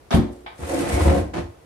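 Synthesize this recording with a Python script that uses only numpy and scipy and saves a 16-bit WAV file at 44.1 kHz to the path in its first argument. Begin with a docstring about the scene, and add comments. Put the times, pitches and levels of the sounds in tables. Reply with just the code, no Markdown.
"""Scraping a coop floor

A scraper lands hard on the wooden floor of a small coop; grit settles and a light tap follows.
Dragged through dry litter, the blade rasps and hisses in thousands of tiny slips, judders as it is
pressed down and makes the boards drone. A short scuff and a hollow knock end it. The walls ring briefly."""
import sys
import numpy as np
from scipy import signal
from scipy.fft import rfft, irfft, next_fast_len
from scipy.io import wavfile
from scipy.ndimage import map_coordinates

SR = 44100
rng = np.random.default_rng(int(sys.argv[2]) if len(sys.argv) > 2 else 0)


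def int16_out(signal):
    """Quantize to a 16-bit WAV file."""
    q = np.round(np.clip(np.atleast_2d(signal).T, -1, 1) * 32767)
    wavfile.write(sys.argv[1], SR, q.astype(np.int16))


N = 72765

# quiet background bed: freq_hz, level_db
AIR_EQ = [(15, -31), (25, -0.5), (91, 4), (203, -8), (407, -1), (1170, -13), (2240, -19), (2820, -21.5),
          (4060, -23.5), (12000, -31), (15600, -22), (22000, -120)]
# narrow board resonances that colour the friction: centre_hz, width_hz, gain_db
BOARD_RESONANCES = [(222, 14, 0), (288, 14, 0), (355, 12, 2), (485, 12, 3), (540, 11, 4), (565, 12, -1),
                    (679, 14, 0), (724, 25, 0), (778, 14, -2), (877, 11, 4), (990, 12, 0), (1065, 18, 0),
                    (1243, 16, 0), (1960, 38, -2), (2256, 25, -3)]
# decay of the close walls: freq_hz, t60_s
WALL_DECAY = [(60, 0.37), (400, 0.52), (1100, 0.42), (3000, 0.35), (8000, 0.37), (15000, 0.25)]
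# the edge biting in: freq_hz, level_db
BITE_EQ = [(40, -40), (200, 4), (560, -3.5), (800, -2), (1200, -6.5), (1600, -9.5), (2800, -15),
           (3600, -12), (4500, -21.5), (6500, -27), (11000, -34), (15500, -38)]
# the crack of first contact: freq_hz, level_db
CRACK_EQ = [(300, -31), (1050, 9.5), (1700, -13), (4000, -8), (5800, -2.5), (7000, -25), (14000, -27)]
# blows on the floor: start_s, level_db
FLOOR_BLOWS = [(0.11, -42), (0.1406, -12), (.161, -20), (0.189, -28.5), (.592, -39)]
# the floor's ring: pitch_hz, level_db, t60_s
FLOOR_MODES = [(59.2, -11, 0.67), (77.9, 3.5, 0.22), (103.2, -5.5, 0.33), (124, 3.5, 0.18), (156, 2, 0.19),
               (180.3, -4, 0.27), (222.4, 2.5, 0.28), (247.7, -4.5, 0.37), (283, -7.5, 0.42),
               (319.4, -11, 0.44), (359, -13.5, 0.62), (462, -30.5, 1), (600, -26.5, 0.81)]
# dull body of each blow: freq_hz, level_db
THUD_EQ = [(30, -22), (70, 1), (120, 4), (160, -4), (250, -3), (400, -12), (800, -35), (2000, -44)]
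# fine grit: freq_hz, level_db
HISS_EQ = [(1500, -3.5), (4000, -5), (6000, -3), (7500, -1), (9200, -1), (11500, -9), (14000, -3.5),
           (15800, -22)]
# the tap's click: freq_hz, level_db
TAP_EQ = [(200, -12.5), (550, -8), (780, 2), (1050, -1.5), (1900, -4.5), (2800, -8), (3700, -7.5),
          (4500, -18.5), (5200, -18), (6000, -43), (12000, -68)]
# the tap's note: pitch_hz, level_db, t60_s
TAP_NOTE_MODES = [(840, -4, 0.12), (1230, -16, 0.14)]
# fader moves for blade on wood: time_s, rasp_db, growl_db
WOOD_FADERS = [(0.56, -68, -79), (0.598, -45.5, -49), (0.634, -34.5, -33), (0.66, -39.5, -41),
               (0.72, -31.5, -36.5), (0.75, -30, -32.5), (0.81, -32, -27), (0.91, -31, -29.5),
               (0.975, -29.5, -24.5), (1.018, -26, -26), (1.034, -36, -35), (1.06, -25, -20),
               (1.18, -27.5, -21.5), (1.25, -45, -38), (1.31, -49, -50)]
# fader moves for blade through litter: time_s, crunch_db, hiss_db
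LITTER_FADERS = [(0.52, -57, -88), (0.556, -70, -64), (0.596, -53.5, -52.5), (0.64, -43.5, -51),
                 (0.684, -43.5, -44.5), (0.692, -41, -39.5), (0.77, -37, -43), (0.8, -36, -38.5),
                 (0.83, -37.5, -42.5), (0.922, -34, -40.5), (0.942, -35.5, -36.5), (0.986, -35, -44),
                 (1.008, -34, -38), (1.108, -35, -47.5), (1.19, -38.5, -44), (1.31, -66, -82)]
# the blade's midrange rasp: freq_hz, level_db
RASP_EQ = [(200, -29), (400, -3), (500, 1.5), (750, -3.5), (1000, -10.5), (1600, -38), (4000, -75)]
# the boards' low growl: freq_hz, level_db
GROWL_EQ = [(50, -5.5), (110, 2), (175, 0), (225, 1), (270, -2.5), (345, 1.5), (400, -9.5), (600, -18),
            (1500, -74)]
# dry litter: freq_hz, level_db
CRUNCH_EQ = [(400, -34), (950, -6), (1400, 2.5), (2200, -2), (3000, -6), (4200, -10.5), (6000, -16),
             (12000, -51)]
# strength of the blade's judder: time_s, level_db
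JUDDER_FADER = [(0.57, -83), (0.604, -45), (0.624, -31.5), (0.774, -38), (0.866, -27), (0.9, -37),
                (0.97, -22), (1.016, -18.5), (1.046, -20.5), (1.07, -8), (1.1, -9.5), (1.15, -22),
                (1.19, -19.5), (1.22, -27.5), (1.32, -38), (1.386, -36.5), (1.462, -31.5), (1.56, -55)]
# bass-heavy shaping of the judder pulses: freq_hz, gain_db
JUDDER_EQ = [(25, -30), (45, -2), (60, 4.5), (78, -3), (100, 3), (125, -11), (170, -21.5), (400, -37),
             (1000, -83)]
# the blade catching on the boards: start_s, level_db
SNAG_HITS = [(0.603, -42), (0.631, -33), (0.696, -41), (0.798, -38), (1.004, -25), (1.016, -34),
             (1.054, -24.5), (1.078, -25.5), (1.096, -24)]
# tone of a snag: freq_hz, level_db
SNAG_EQ = [(150, -26), (500, -2), (950, 1), (1300, -1), (2100, -6.5), (3000, -14), (4500, -21.5),
           (8000, -20), (15000, -44)]
# fader moves for the groaning board: time_s, low_db, middle_db, high_db
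GROAN_FADERS = [(0.661, -48, -56, -59), (0.7, -37, -34.5, -44), (0.755, -26, -32, -44),
                (0.81, -27, -32, -54), (0.88, -36.5, -49, -49), (0.97, -32.5, -40, -35),
                (1.03, -44, -40, -36), (1.07, -31, -28, -40), (1.135, -34, -25, -31),
                (1.18, -47, -25.5, -27.5), (1.23, -40, -42, -40.5), (1.32, -63, -67, -61)]
# its low, middle and high resonances, a group to a row: pitch_hz of each
GROAN_PITCHES = [(285.5, 347.8), (489.2, 541), (718.6,)]
# the closing scuff: freq_hz, level_db
SCUFF_EQ = [(40, -23), (110, -18), (170, -13), (230, -8), (340, -6.5), (430, -8.5), (750, -9), (1100, -13),
            (2000, -17), (4000, -26), (7500, -32.5), (10500, -40.5), (15500, -46)]
# the hollow plank: pitch_hz, level_db, t60_s
PLANK_MODES = [(115, -6, 0.39), (162.9, 3, 0.2), (183.3, 2.5, 0.16), (275, -7, 0.36), (343, 2.5, 0.32),
               (537, -28, 0.27), (609, -3, 0.25), (680, -6.5, 0.18)]
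# how alike left and right are: freq_hz, correlation
STEREO_LIKENESS = [(80, 0.95), (170, 0.58), (320, 0.68), (600, 0.014), (2000, 0.04), (5000, 0.055),
                   (7500, 0.18), (9200, 1), (15000, 1)]
# phase between the sides: freq_hz, left_lead_rad
STEREO_PHASE = [(100, 0), (4000, 0), (6300, -1.9), (7700, -1.4), (9100, 0), (11000, 0), (12100, 1.5),
                (13300, 3.14)]
# lean between the sides: freq_hz, left_minus_right_db
STEREO_BALANCE = [(80, 1), (150, -1), (280, -2), (600, -0.4), (1100, 1.8), (2200, 0), (4500, -1),
                  (8000, -1)]

TIME_S = np.arange(N) / SR


def amp(db):
    """Decibels to gain."""
    return 10 ** (np.asarray(db) / 20)


def unit(x):
    """Scale to rms 1."""
    return x / np.sqrt(np.mean(x ** 2) + 1e-20)


def along(points, hz):
    """Read a curve of (freq_hz, value) points on a log axis."""
    freqs, values = np.transpose(points)
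    return np.interp(np.log(hz + 1), np.log(freqs + 1), values)


def faders(rows):
    """One gain curve per dB column, silent outside the listed times."""
    times, *columns = np.transpose(rows)
    return [amp(np.interp(TIME_S, times, db, left=-120, right=-120)) for db in columns]


def wobble(rate_hz):
    """A smooth random curve with rate_hz knots a second."""
    return map_coordinates(rng.standard_normal(N // 20), [TIME_S * rate_hz], mode="wrap")


def noise():
    """Two rows of white noise, for mid and side."""
    return rng.standard_normal((2, N))


def filtered(x, response):
    """Apply a complex frequency response."""
    size = next_fast_len(N + SR // 2)
    return irfft(rfft(x, size) * response(np.fft.rfftfreq(size, 1 / SR)), size)[..., :N]


def coloured(x, eq):
    """Shape with an EQ curve, then scale to rms 1."""
    return unit(filtered(x, lambda hz: amp(along(eq, hz))))


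def envelope(start_s, db, attack_s, hold_s, t60_s):
    """Linear rise, then exponential release from hold_s after the start."""
    age = TIME_S - start_s
    return np.clip(age / attack_s, 0, 1) * amp(db - 60 * np.maximum(age - hold_s, 0) / t60_s)


def friction(eq, clump_db, slips_per_s=5000, clump_hz=109.4):
    """Tiny random slips excite the boards' resonances; clump_db bunches them unevenly."""
    slips = (rng.random((2, N)) < slips_per_s / SR) * noise()
    slips *= amp(clump_db * wobble(clump_hz))

    def wood(hz):
        return 1 + sum(amp(db) * 1j * hz * width / (centre ** 2 - hz ** 2 + 1j * hz * width)
                       for centre, width, db in BOARD_RESONANCES)
    return coloured(filtered(slips, wood), eq)


def ring(start_s, db, modes, attack_s, waver_db=3.5):
    """A struck board: its modes swell together, waver in level and die each at its own speed."""
    age = np.maximum(TIME_S - start_s, 0)
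    tones = sum(amp(level - 60 * age / t60) * np.sin(2 * np.pi * (hz * age + rng.random((2, 1))))
                for hz, level, t60 in modes)
    swell = 1 - np.exp(-age / attack_s)
    return amp(db) * swell * tones * amp(waver_db * wobble(49.12))


def rubbed(pitch_hz, width_hz):
    """One resonance kept ringing by friction, unsteady in pitch and strength."""
    return unit(filtered(noise(), lambda hz: np.exp(-((hz - pitch_hz) / width_hz) ** 2)))


def coop(x, wet_db):
    """Blend in the short reverb of the close walls at about the same overall power."""
    hz, t, spectrum = signal.stft(rng.standard_normal((2, SR // 2)), SR, nperseg=256)
    decay = amp(-60 * t / along(WALL_DECAY, hz)[:, None])
    tail = signal.istft(spectrum * decay, SR, nperseg=256)[1]
    wet = signal.fftconvolve(x, tail / np.linalg.norm(tail[0]), axes=1)[:, :N]
    return (x + amp(wet_db) * wet) / np.hypot(1, amp(wet_db))


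def air():
    """A faint, steady bed of low noise."""
    return amp(-50.5) * coloured(noise(), AIR_EQ)


def edge_contacts(land_s=0.107, scuff_s=1.333):
    """The edge cracks and bites as it lands, and scuffs once more after the stroke."""
    bite = friction(BITE_EQ, clump_db=0.7)
    bite *= envelope(land_s, db=-19, attack_s=0.0062, hold_s=0.04, t60_s=0.14)
    scuff = friction(SCUFF_EQ, clump_db=-0.5)
    scuff *= envelope(scuff_s, db=-29, attack_s=0.0093, hold_s=0.06, t60_s=0.19)
    crack = friction(CRACK_EQ, clump_db=1)
    crack *= envelope(land_s, db=-27.5, attack_s=0.0005, hold_s=0.0019, t60_s=0.036)
    return coop(bite + crack, wet_db=-2.5) + coop(scuff, wet_db=-7.5)


def thumps():
    """Each blow rings the floor's modes over a dull thud."""
    out = np.zeros((2, N))
    for start_s, db in FLOOR_BLOWS:
        out += ring(start_s, db, FLOOR_MODES, attack_s=0.0017)
        thud = envelope(start_s, db, attack_s=0.0063, hold_s=0.013, t60_s=0.14)
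        out += thud * coloured(noise(), THUD_EQ)
    return out


def settling():
    """A faint trickle of grit disturbed by the landing."""
    trickle = envelope(start_s=0.312, db=-58, attack_s=0.0093, hold_s=0.014, t60_s=0.67)
    return trickle * friction(HISS_EQ, clump_db=-3.5)


def tap(start_s=0.462, db=-31.5):
    """Wood lightly meets wood: a click with a short note."""
    shape = envelope(start_s, db, attack_s=0.002, hold_s=0.0054, t60_s=0.091)
    click = shape * friction(TAP_EQ, clump_db=0)
    return coop(click, wet_db=-1) + ring(start_s, db, TAP_NOTE_MODES, attack_s=0.0021)


def stroke():
    """The dragged blade rasps on wood, makes the boards growl, crunches litter and hisses over grit."""
    rasp_gain, growl_gain = faders(WOOD_FADERS)
    crunch_gain, hiss_gain = faders(LITTER_FADERS)
    rasp = amp(2) * rasp_gain * friction(RASP_EQ, clump_db=1.5)
    growl = amp(-1) * growl_gain * friction(GROWL_EQ, clump_db=0)
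    crunch = amp(1) * crunch_gain * friction(CRUNCH_EQ, clump_db=0)
    hiss = amp(3) * hiss_gain * friction(HISS_EQ, clump_db=1.5)
    return coop(rasp + growl + crunch + hiss, wet_db=-6.5)


def judder(rate_hz=78, wander=0.0417):
    """The blade sticks and slips near the floor's lowest strong mode; pressing harder steadies it."""
    depth, = faders(JUDDER_FADER)
    looseness = 1.82 * (1 - depth / depth.max())
    slip_hz = rate_hz * np.exp(wander * (1 + looseness) * wobble(45))
    slips = np.diff(np.floor(np.cumsum(slip_hz) / SR), prepend=0)  # one pulse a cycle
    slips *= amp(2.33 * looseness * wobble(60.26))
    shudder = amp(-0.5) * depth * coloured(slips - slips.mean(), JUDDER_EQ)
    return np.array([shudder, np.zeros(N)])  # mid only


def snags():
    """The edge catches on rough spots in short, gritty bursts."""
    bursts = sum(envelope(start_s, db, attack_s=0.0017, hold_s=0.0058, t60_s=0.056)
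                 for start_s, db in SNAG_HITS)
    return bursts * friction(SNAG_EQ, clump_db=2)


def groan():
    """The rubbed board sings under pressure: low resonances first, higher ones as the push grows."""
    voices = [unit(sum(rubbed(hz, width_hz=29.3) for hz in group)) for group in GROAN_PITCHES]
    return sum(gain * voice for gain, voice in zip(faders(GROAN_FADERS), voices))


def squeak(peak_s=0.942, half_width_s=0.019):
    """The rubbing edge squeaks once in mid stroke."""
    swell = amp(-33) * np.exp(-((TIME_S - peak_s) / half_width_s) ** 2)
    return swell * rubbed(pitch_hz=2210, width_hz=94)


def knock():
    """The last scuff ends against a plank, which rings hollow."""
    return ring(start_s=1.349, db=-19.5, modes=PLANK_MODES, attack_s=0.018)


def stereo(pair):
    """Spread mid and side to left and right: narrow bass, wide midrange, phase-skewed treble."""
    def width(hz):
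        angle = np.arccos(np.clip(along(STEREO_LIKENESS, hz), -1, 1)) / 2
        return np.array([np.cos(angle), np.sin(angle)])

    def lean(hz):
        half = np.array([[0.5], [-0.5]])
        return np.exp(1j * half * along(STEREO_PHASE, hz)) * amp(half * along(STEREO_BALANCE, hz))
    mid, side = filtered(pair, width)
    return filtered(np.array([mid + side, mid - side]), lean)


def scene():
    """The hits and the long drag over the quiet bed."""
    bed = air()
    hits = edge_contacts() + thumps() + settling() + tap() + knock()
    drag = stroke() + groan() + coop(snags() + squeak(), wet_db=-4.5) + judder()
    return stereo(bed + hits + drag)


def record(dry, low_cut_hz=42, ceiling=0.92, top_hz=15800):
    """Master chain: roll off the sub-bass, round the highest peaks and cut the extreme top."""
    trimmed = signal.sosfilt(signal.butter(2, low_cut_hz, "highpass", fs=SR, output="sos"), dry)
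    rounded = trimmed / (1 + np.abs(trimmed / ceiling) ** 8) ** (1 / 8)
    return filtered(rounded, lambda hz: hz < top_hz)


dry = scene()
out = record(dry)
int16_out(out)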